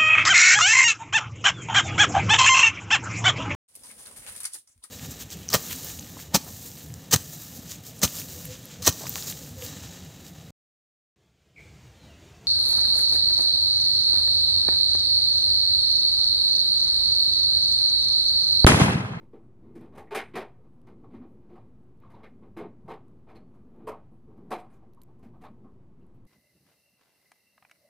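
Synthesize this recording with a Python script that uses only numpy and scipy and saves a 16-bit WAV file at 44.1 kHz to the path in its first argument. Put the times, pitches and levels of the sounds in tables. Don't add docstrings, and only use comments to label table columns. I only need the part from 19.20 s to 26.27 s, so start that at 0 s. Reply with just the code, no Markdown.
import sys
import numpy as np
from scipy import signal
from scipy.io import wavfile
from scipy.ndimage import uniform_filter1d

SR = 44100
rng = np.random.default_rng(int(sys.argv[2]) if len(sys.argv) > 2 else 0)


def store_pcm(level_fs):
    pcm = np.round(np.clip(level_fs, -1, 1) * 32767).astype(np.int16)
    wavfile.write(sys.argv[1], SR, np.atleast_2d(pcm).T)


def field_ratio(decibels):
    return 10 ** (np.asarray(decibels, dtype=float) / 20)


N = 311679
BAND_EDGES_HZ = 20 * 2 ** np.arange(0, 9.8, 1 / 3)
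STEP = 16

# start in seconds, peak in dB, pitch in Hz, body in dB against the peak.
SNAPS = [(0.611, -59, 13900, -12), (1.6163, -65.5, 10300, -8), (1.672, -68, 13550, 1),
         (2.7743, -74.5, 8450, -8), (2.8018, -65.5, 13700, -12.5), (3.1747, -86, 13700, -8),
         (3.8821, -68.5, 8680, -8), (4.5626, -75, 10500, -8), (5.1766, -71, 12560, -12),
         (5.735, -60.5, 12250, -7.5), (5.7474, -64, 10200, -13), (5.817, -47.5, 11300, -10),
         (5.824, -58, 13300, -21), (5.834, -48, 13000, -24), (5.9947, -70, 8930, -14),
         (6.8665, -68.5, 10610, -15), (7.0519, -63, 10600, -14)]

# start in seconds, peak in dB at 500-1500 Hz, then thud, clack and sizzle in dB against it.
BLOWS = [(0.552, -57, 18, -2, -8.5), (0.751, -55, 5, -4, -12), (0.774, -44.5, 1, -5.5, -14),
         (0.947, -31, -1, 5, -7.5), (0.985, -38, -13, 2.5, -21.5), (1.205, -38.5, -5, -6, -27),
         (2.353, -52, -21, -14, -32), (3.032, -51, 2, -1, -24), (3.398, -40.5, 4, -11, -39),
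         (3.438, -48, 12, -11, -57), (3.702, -38, -4.5, -9, -27.5), (4.087, -51.5, -8, -8, -26.5),
         (4.15, -56.5, 7.5, -3.5, -17.5), (4.67, -29.5, -10.5, -17, -25.5), (4.718, -44.5, -11, -15.5, -57),
         (5.305, -32.5, -5.5, -15.5, -19), (5.313, -28, -4.5, -9.5, -22.5), (5.379, -45.5, -29, -11, -22),
         (6.235, -44.5, -27, -11, -27)]
BROAD_BLOWS = [
    (0.908, -37, -8, -5, -21.5),
    (0.922, -39, -15, -5, -22),
    (1.136, -47, 12, 0.5, -23),
    (1.153, -32, -1, -1, -16),
    (3.366, -40.5, 4, -7.5, -22),
    (3.679, -37.5, -4, -17.5, -30),
    (4.754, -55, -6, -19, -48),
    (5.44, -56, -10, -17, -28),
    (5.62, -61, -8, -19, -40),
]
# start in seconds, peak in dB at 500-1500 Hz, then thud and sizzle in dB against it.
HARD_TAPS = [(0.004, -63.5, 14, -18), (0.129, -57.5, 13.5, -28), (0.605, -54.5, 11, -22),
             (0.649, -62, 5, -26), (1.666, -55, 7.5, -23), (1.931, -55, 9, -25.5), (2.013, -55.5, 3.5, -43),
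             (2.899, -56, -9, -19), (3.221, -56.5, 7.5, -47), (5.498, -61, -18, -27),
             (5.524, -68.5, -1.5, -6.5), (6.025, -58, 3.5, -16), (6.211, -55, -2, -15),
             (6.799, -71, 13, -27), (6.941, -77, 1, -11.5)]
SOFT_TAPS = [(1.437, -62, 3.5, -32), (1.834, -56, -2, -35.5), (3.656, -59.5, -1, -27),
             (4.339, -62, -8, -20), (4.916, -64, 12.5, -37), (5.074, -67.5, 18.5, -25),
             (5.102, -60, 6, -43), (5.168, -59.5, -9, -28), (5.875, -61, -6.5, -33), (5.984, -66, 5, -16.5),
             (6.134, -56.5, -18, -42.5), (6.439, -59, -1.5, -34.5)]
SHOVES = [
    (0.43, -66.5, 21, -31),
    (0.723, -54.5, 5, -28),
    (2.292, -59, 5.5, -27),
    (2.806, -60.5, -5, -29),
    (2.932, -55.5, 3, -34),
    (4.068, -55.5, -0.5, -36),
    (1.9, -60.5, 7.5, -30),
    (2.21, -71, 3, -31),
    (4.54, -61, 10.5, -56),
    (4.59, -58.5, 10.5, -50),
]
KNOCK_EDGES_HZ = [150, 500, 1400, 5000, 14000]
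# pitch in Hz, level in dB per Hz.
KNOCK_COLOUR = [(76, -49), (130, -14), (216, -2), (274, -8.5), (438, 1), (492, -7), (728, -2.5), (958, -8),
                (1360, -6), (1470, -16), (2100, -13.5), (2920, -22), (7930, -33.5), (9840, -27.5),
                (14000, -36)]
# pitch in Hz, time to fall 60 dB in seconds.
ROOM_T60 = [(150, 0.27), (700, 0.3), (2500, 0.28), (6000, 0.22), (9000, 0.24), (14000, .16)]
# pitch in Hz, width in Hz, level in dB over the smooth colour.
ROOM_MODES = [(232, 25, 2.5), (333.5, 8.6, 11), (433, 12, 5.5), (546, 44, -2), (614.3, 14, 3.5),
              (734, 5.3, 5.5), (782, 5.3, 9), (893.7, 30, 6.5), (1100, 17, 5.5), (1167, 14, -4),
              (1490, 7.4, -0.5), (1836, 14, 5), (2132, 68.8, 2), (2420, 18, 8), (4030, 45, 2)]

# start in seconds, peak in dB, pitch in Hz, time to fall 60 dB in seconds.
WOOD_RINGS = [(0.129, -40.5, 445, 0.18), (0.559, -38.5, 371, 0.17), (.785, -45, 780, 0.31),
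              (0.953, -31, 383, 0.21), (1.16, -31, 380, 0.23), (1.384, -52, 443, 0.21),
              (1.841, -51, 1085, .097), (1.943, -35, 238, 0.11), (2.003, -29.5, 240.3, 0.12),
              (2.31, -39, 338, 0.16), (2.369, -43, 806, .076), (2.83, -49, 1100, .23),
              (2.935, -48, 890, 0.34), (3.389, -35, 413, 0.3), (3.646, -40, 154.4, 0.25),
              (4.675, -32, 1030, 0.14), (4.68, -39, 550, 0.15), (5.769, -52.5, 1000, 0.18),
              (5.799, -56.5, 1040, 0.13), (5.991, -64, 1030, 0.13), (6.029, -39, 232, 0.27),
              (6.44, -56.5, 1100, 0.22)]
# start in seconds, peak in dB, pitch in Hz.
DISH_RINGS = [(0.871, -52, 1900), (.949, -28, 2200), (.952, -45, 9400), (2.94, -63, 3800),
              (3.05, -50.5, 1800), (3.37, -60.5, 13200), (4.671, -53, 13000), (5.32, -48, 2300),
              (6.249, -56, 3700), (6.81, -71.5, 2700), (6.945, -74, 2540), (5.395, -65, 8700),
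              (5.53, -75, 13400), (5.5, -70, 9400), (5.53, -72, 6800), (6.94, -77, 12500),
              (4.915, -81, 10700), (4.671, -55, 8700), (1.945, -67, 3900)]
CLEAR_RINGS = [
    (0.914, -28, 415, 0.28),
    (.985, -40, 2230, 0.18),
    (1.17, -33.5, 724, 0.28),
    (2.895, -76, 9700, .091),
    (.99, -66, 8780, .3),
    (4.156, -51.5, 4200, 0.075),
    (4.2, -82, 4330, .4),
    (5.315, -44.5, 4000, 0.14),
    (5.32, -28, 730, 0.23),
    (5.521, -72, 2430, 0.14),
]

# time in seconds, level in dB.
HOUSE = [(0.0, -64.5), (0.23, -59), (0.65, -56.5), (1.04, -60), (1.46, -63), (1.95, -52.5), (2.54, -58.5),
         (3.21, -57.5), (3.62, -56.5), (3.74, -59.5), (4.66, -56.5), (4.96, -64.5), (5.28, -50.5),
         (5.39, -58.5), (5.97, -61.5), (6.22, -55.5), (6.65, -60), (7.07, -61)]
# pitch in Hz, level in dB per Hz.
RUMBLE = [(12, -30), (20, -11), (31, -9.5), (49, -12.5), (117, -5), (168, -11), (233, -7), (291, -14),
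          (416, -15), (560, -39.5), (700, -32), (910, -62), (1540, -120)]
# pitch in Hz, level in dB per Hz.
AIR = [(260, -30), (450, 0), (562, -2), (1040, -4), (1210, -8.5), (1620, -20), (2760, -24.5), (3080, -33.5),
       (5000, -64.5), (6500, -68), (11000, -120)]
# pitch in Hz, width in Hz, level in dB.
HUM = [(57, 16, -72), (121.7, 6.9, -64), (234, 9, -82), (350, 6.77, -71.5), (1100, 20, -89)]


def rms_one(x):
    return x / np.sqrt(np.mean(x ** 2) + 1e-20)


def at_hz(points, hz):
    points = np.array(points)
    return np.interp(np.log(hz), np.log(points[:, 0]), points[:, 1])


def drift(rate_hz):
    r = np.exp(-2 * np.pi * rate_hz * 40 / SR)
    slow = signal.lfilter([1], [1, -2 * r, r * r], rng.standard_normal(N // 40 + 2002))[2000:]
    return np.interp(np.arange(N) / 40, np.arange(len(slow)), rms_one(slow))


def resonance(x, hz, width_hz):
    r = np.exp(-np.pi * width_hz / SR)
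    feedback = [1, -2 * r * np.cos(2 * np.pi * hz / SR), r * r]
    return signal.lfilter([(1 - r * r) / 2, 0, (r * r - 1) / 2], feedback, x)


def bands(low_hz, high_hz, order=2):
    white = rng.standard_normal((2, N))
    for k, (low, high) in enumerate(zip(BAND_EDGES_HZ, BAND_EDGES_HZ[1:])):
        centre = np.sqrt(low * high)
        if low_hz <= centre < high_hz:
            band = signal.butter(order, [low, high], "band", fs=SR, output="sos")
            yield centre, signal.sosfilt(band, white[k % 2])


def steady(spectrum, span_hz, patchy_db):
    together = drift(4.2)
    out = np.zeros(N)
    for hz, noise in bands(*span_hz):
        flicker_db = patchy_db * (0.7 * together + drift(8.1))
        out += field_ratio(at_hz(spectrum, hz) + flicker_db) * noise
    return rms_one(out)


def snaps():
    out, t = np.zeros(N + SR), np.arange(600) / SR
    for s, db, hz, body_db in SNAPS:
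        crack = rng.standard_normal(len(t)) * np.exp(-t / 0.0016)
        bright = resonance(crack, hz, 2500) + 0.33 * resonance(crack, 9000, 7000)
        body = resonance(resonance(crack, 3000, 4500), 3430, 6300)
        snap = bright / abs(bright).max() + field_ratio(body_db + 3.5) * body / abs(body).max()
        out[int(s * SR):][:len(t)] += field_ratio(db) * snap
    return out[:N]


def knock_rows():
    rows = [(*row, 13.5) for row in BLOWS] + [(*row, 15.6) for row in BROAD_BLOWS]
    for table, clack_db, build_ms in [(HARD_TAPS, -4, 18.7), (SOFT_TAPS, -12, 13.9), (SHOVES, -4, 40)]:
        for s, db, thud, sizzle in table:
            clack = clack_db + 0.21 * sizzle
            rows.append((s, db, thud, clack, sizzle, build_ms))
    return np.array(rows)


def echoes(t, build_s, t60):
    pile = (1 - np.exp(-t / build_s)) ** 0.93 * np.exp(-(t / (2.02 * build_s)) ** 1.615)
    tail = (1 - np.exp(-t / (0.6 * build_s))) ** 2 * field_ratio(-120 * t / t60)
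    shape = pile + 0.22 * tail
    return shape / shape.max()


def knock_colours(rows):
    usual_db = []
    for low, high in zip(KNOCK_EDGES_HZ, KNOCK_EDGES_HZ[1:]):
        hz = np.linspace(low, high, 200)
        power = np.mean(field_ratio(2 * at_hz(KNOCK_COLOUR, hz))) * (high - low) / SR * 2
        usual_db.append(10 * np.log10(power))
    parts = np.column_stack([rows[:, 2], np.zeros(len(rows)), rows[:, 3], rows[:, 4]])
    return rows[:, [1]] - 7 + parts - usual_db


def knocks():
    rows, t, out = knock_rows(), np.arange(0, 0.45, STEP / SR), np.zeros(N)
    colours = knock_colours(rows)
    voices = [(hz, noise, 1.0) for hz, noise in bands(140, 15000, order=3)]
    for hz, width, db in ROOM_MODES:
        tone = resonance(resonance(rng.standard_normal(N), hz, width), hz, 4 * width)
        voices.append((hz, field_ratio(db) * tone, 2.5))
    luck = rng.standard_normal((len(rows), len(voices)))
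    glints = drift(160.0)
    for k, (hz, noise, spread_db) in enumerate(voices):
        power, t60 = np.zeros(N // STEP + len(t) + 1), at_hz(ROOM_T60, hz)
        for j, row in enumerate(rows):
            thud, middle, clack, sizzle = colours[j]
            colour = np.transpose([[350, 600, 1100, 1600, 4000, 6200],
                                   [thud, middle, middle, clack, clack, sizzle]])
            build_s = row[5] / 1000 * (1000 / hz) ** 0.11
            level_db = at_hz(colour, hz) + spread_db * luck[j, k]
            power[int(row[0] * SR / STEP):][:len(t)] += field_ratio(2 * level_db) * echoes(t, build_s, t60)
        height = np.interp(np.arange(N) / STEP, np.arange(len(power)), np.sqrt(power))
        glint_db = np.clip(np.log2(hz / 1500), 0, 2) * glints
        out += height * field_ratio(at_hz(KNOCK_COLOUR, min(hz, 13400)) + glint_db) * noise
    return out * field_ratio(0.51 * drift(113.6))


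def ring_rows():
    rows = [(s, db, hz, hz / 6.0, t60) for s, db, hz, t60 in WOOD_RINGS]
    rows += [(s, db, hz, hz / 5.0, 0.11) for s, db, hz in DISH_RINGS]
    rows += [(s, db, hz, hz / 16, t60) for s, db, hz, t60 in CLEAR_RINGS]
    return rows


def rings():
    out, t = np.zeros(N + SR), np.arange(SR // 4) / SR
    for s, db, hz, width_hz, t60 in ring_rows():
        tone = resonance(rng.standard_normal(len(t) * 2), hz, width_hz)
        tone = resonance(tone, hz, 1.607 * width_hz)
        tone = resonance(tone, hz, 3.2 * width_hz)[len(t):]
        swell = field_ratio(-60 * t / t60) * (1 - np.exp(-t / 0.0068))
        strength = np.sqrt(np.average(tone ** 2, weights=swell ** 2))
        out[int(s * SR):][:len(t)] += field_ratio(db - 4.0) * swell * tone / strength
    return out[:N]


def lingering():
    linger_db, t60_s = -33.5, 0.99
    s, db = np.transpose([*BLOWS, *BROAD_BLOWS])[:2]
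    power = np.zeros(N)
    power[(s * SR).astype(int)] = field_ratio(2 * (db + linger_db))
    power = signal.lfilter([1], [1, -field_ratio(-120 / (t60_s * SR))], power + 1e-18)
    return np.sqrt(uniform_filter1d(power, size=2000) + 1e-18)


def house():
    s, rumble_db = np.transpose(HOUSE)
    air_db = -74.5 + 0.45 * (rumble_db - rumble_db.mean())
    time = np.arange(N) / SR
    deep = field_ratio(-60) * steady(RUMBLE, (20, 150), patchy_db=1.6)
    rumble = field_ratio(np.interp(time, s, rumble_db)) * steady(RUMBLE, (150, 520), patchy_db=1.5)
    air_height = np.hypot(field_ratio(np.interp(time, s, air_db)), lingering())
    air = air_height * steady(AIR, (520, 5000), patchy_db=1.0)
    hum = np.zeros(N)
    for hz, width, db in HUM:
        hum += field_ratio(db) * rms_one(resonance(rng.standard_normal(N), hz, width))
    hiss_colour = [(4000, -4.0), (6300, -9.5), (9000, 2.5), (15000, 3.5)]   # (Hz, dB per Hz)
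    hiss = field_ratio(-95.5) * steady(hiss_colour, (4500, 16000), patchy_db=2.5)
    return deep + rumble + air + hum + hiss


def scene():
    return np.tile(snaps() + knocks() + rings() + house(), (2, 1))


def roll_off(x):
    return signal.sosfilt(signal.butter(12, 15060, fs=SR, output="sos"), x)


def record(dry):
    treble = signal.sosfilt(signal.butter(4, 4600, "high", fs=SR, output="sos"), dry[0])
    scatter = rms_one(signal.lfilter([1], [1, -0.93], rng.standard_normal(N)))
    side_cut = signal.cheby2(8, 60, 3300, "high", fs=SR, output="sos")
    side = field_ratio(-6.0) * signal.sosfilt(side_cut, treble * scatter)
    wide = dry + side * [[1], [-1]]
    rounded = 0.16 * np.tanh(wide / 0.16)
    top_cut = signal.ellip(10, 0.5, 60, 14350, fs=SR, output="sos")
    mix = signal.sosfilt(top_cut, rounded) - 0.0025
    return roll_off(mix)


dry = scene()
out = record(dry)
store_pcm(out)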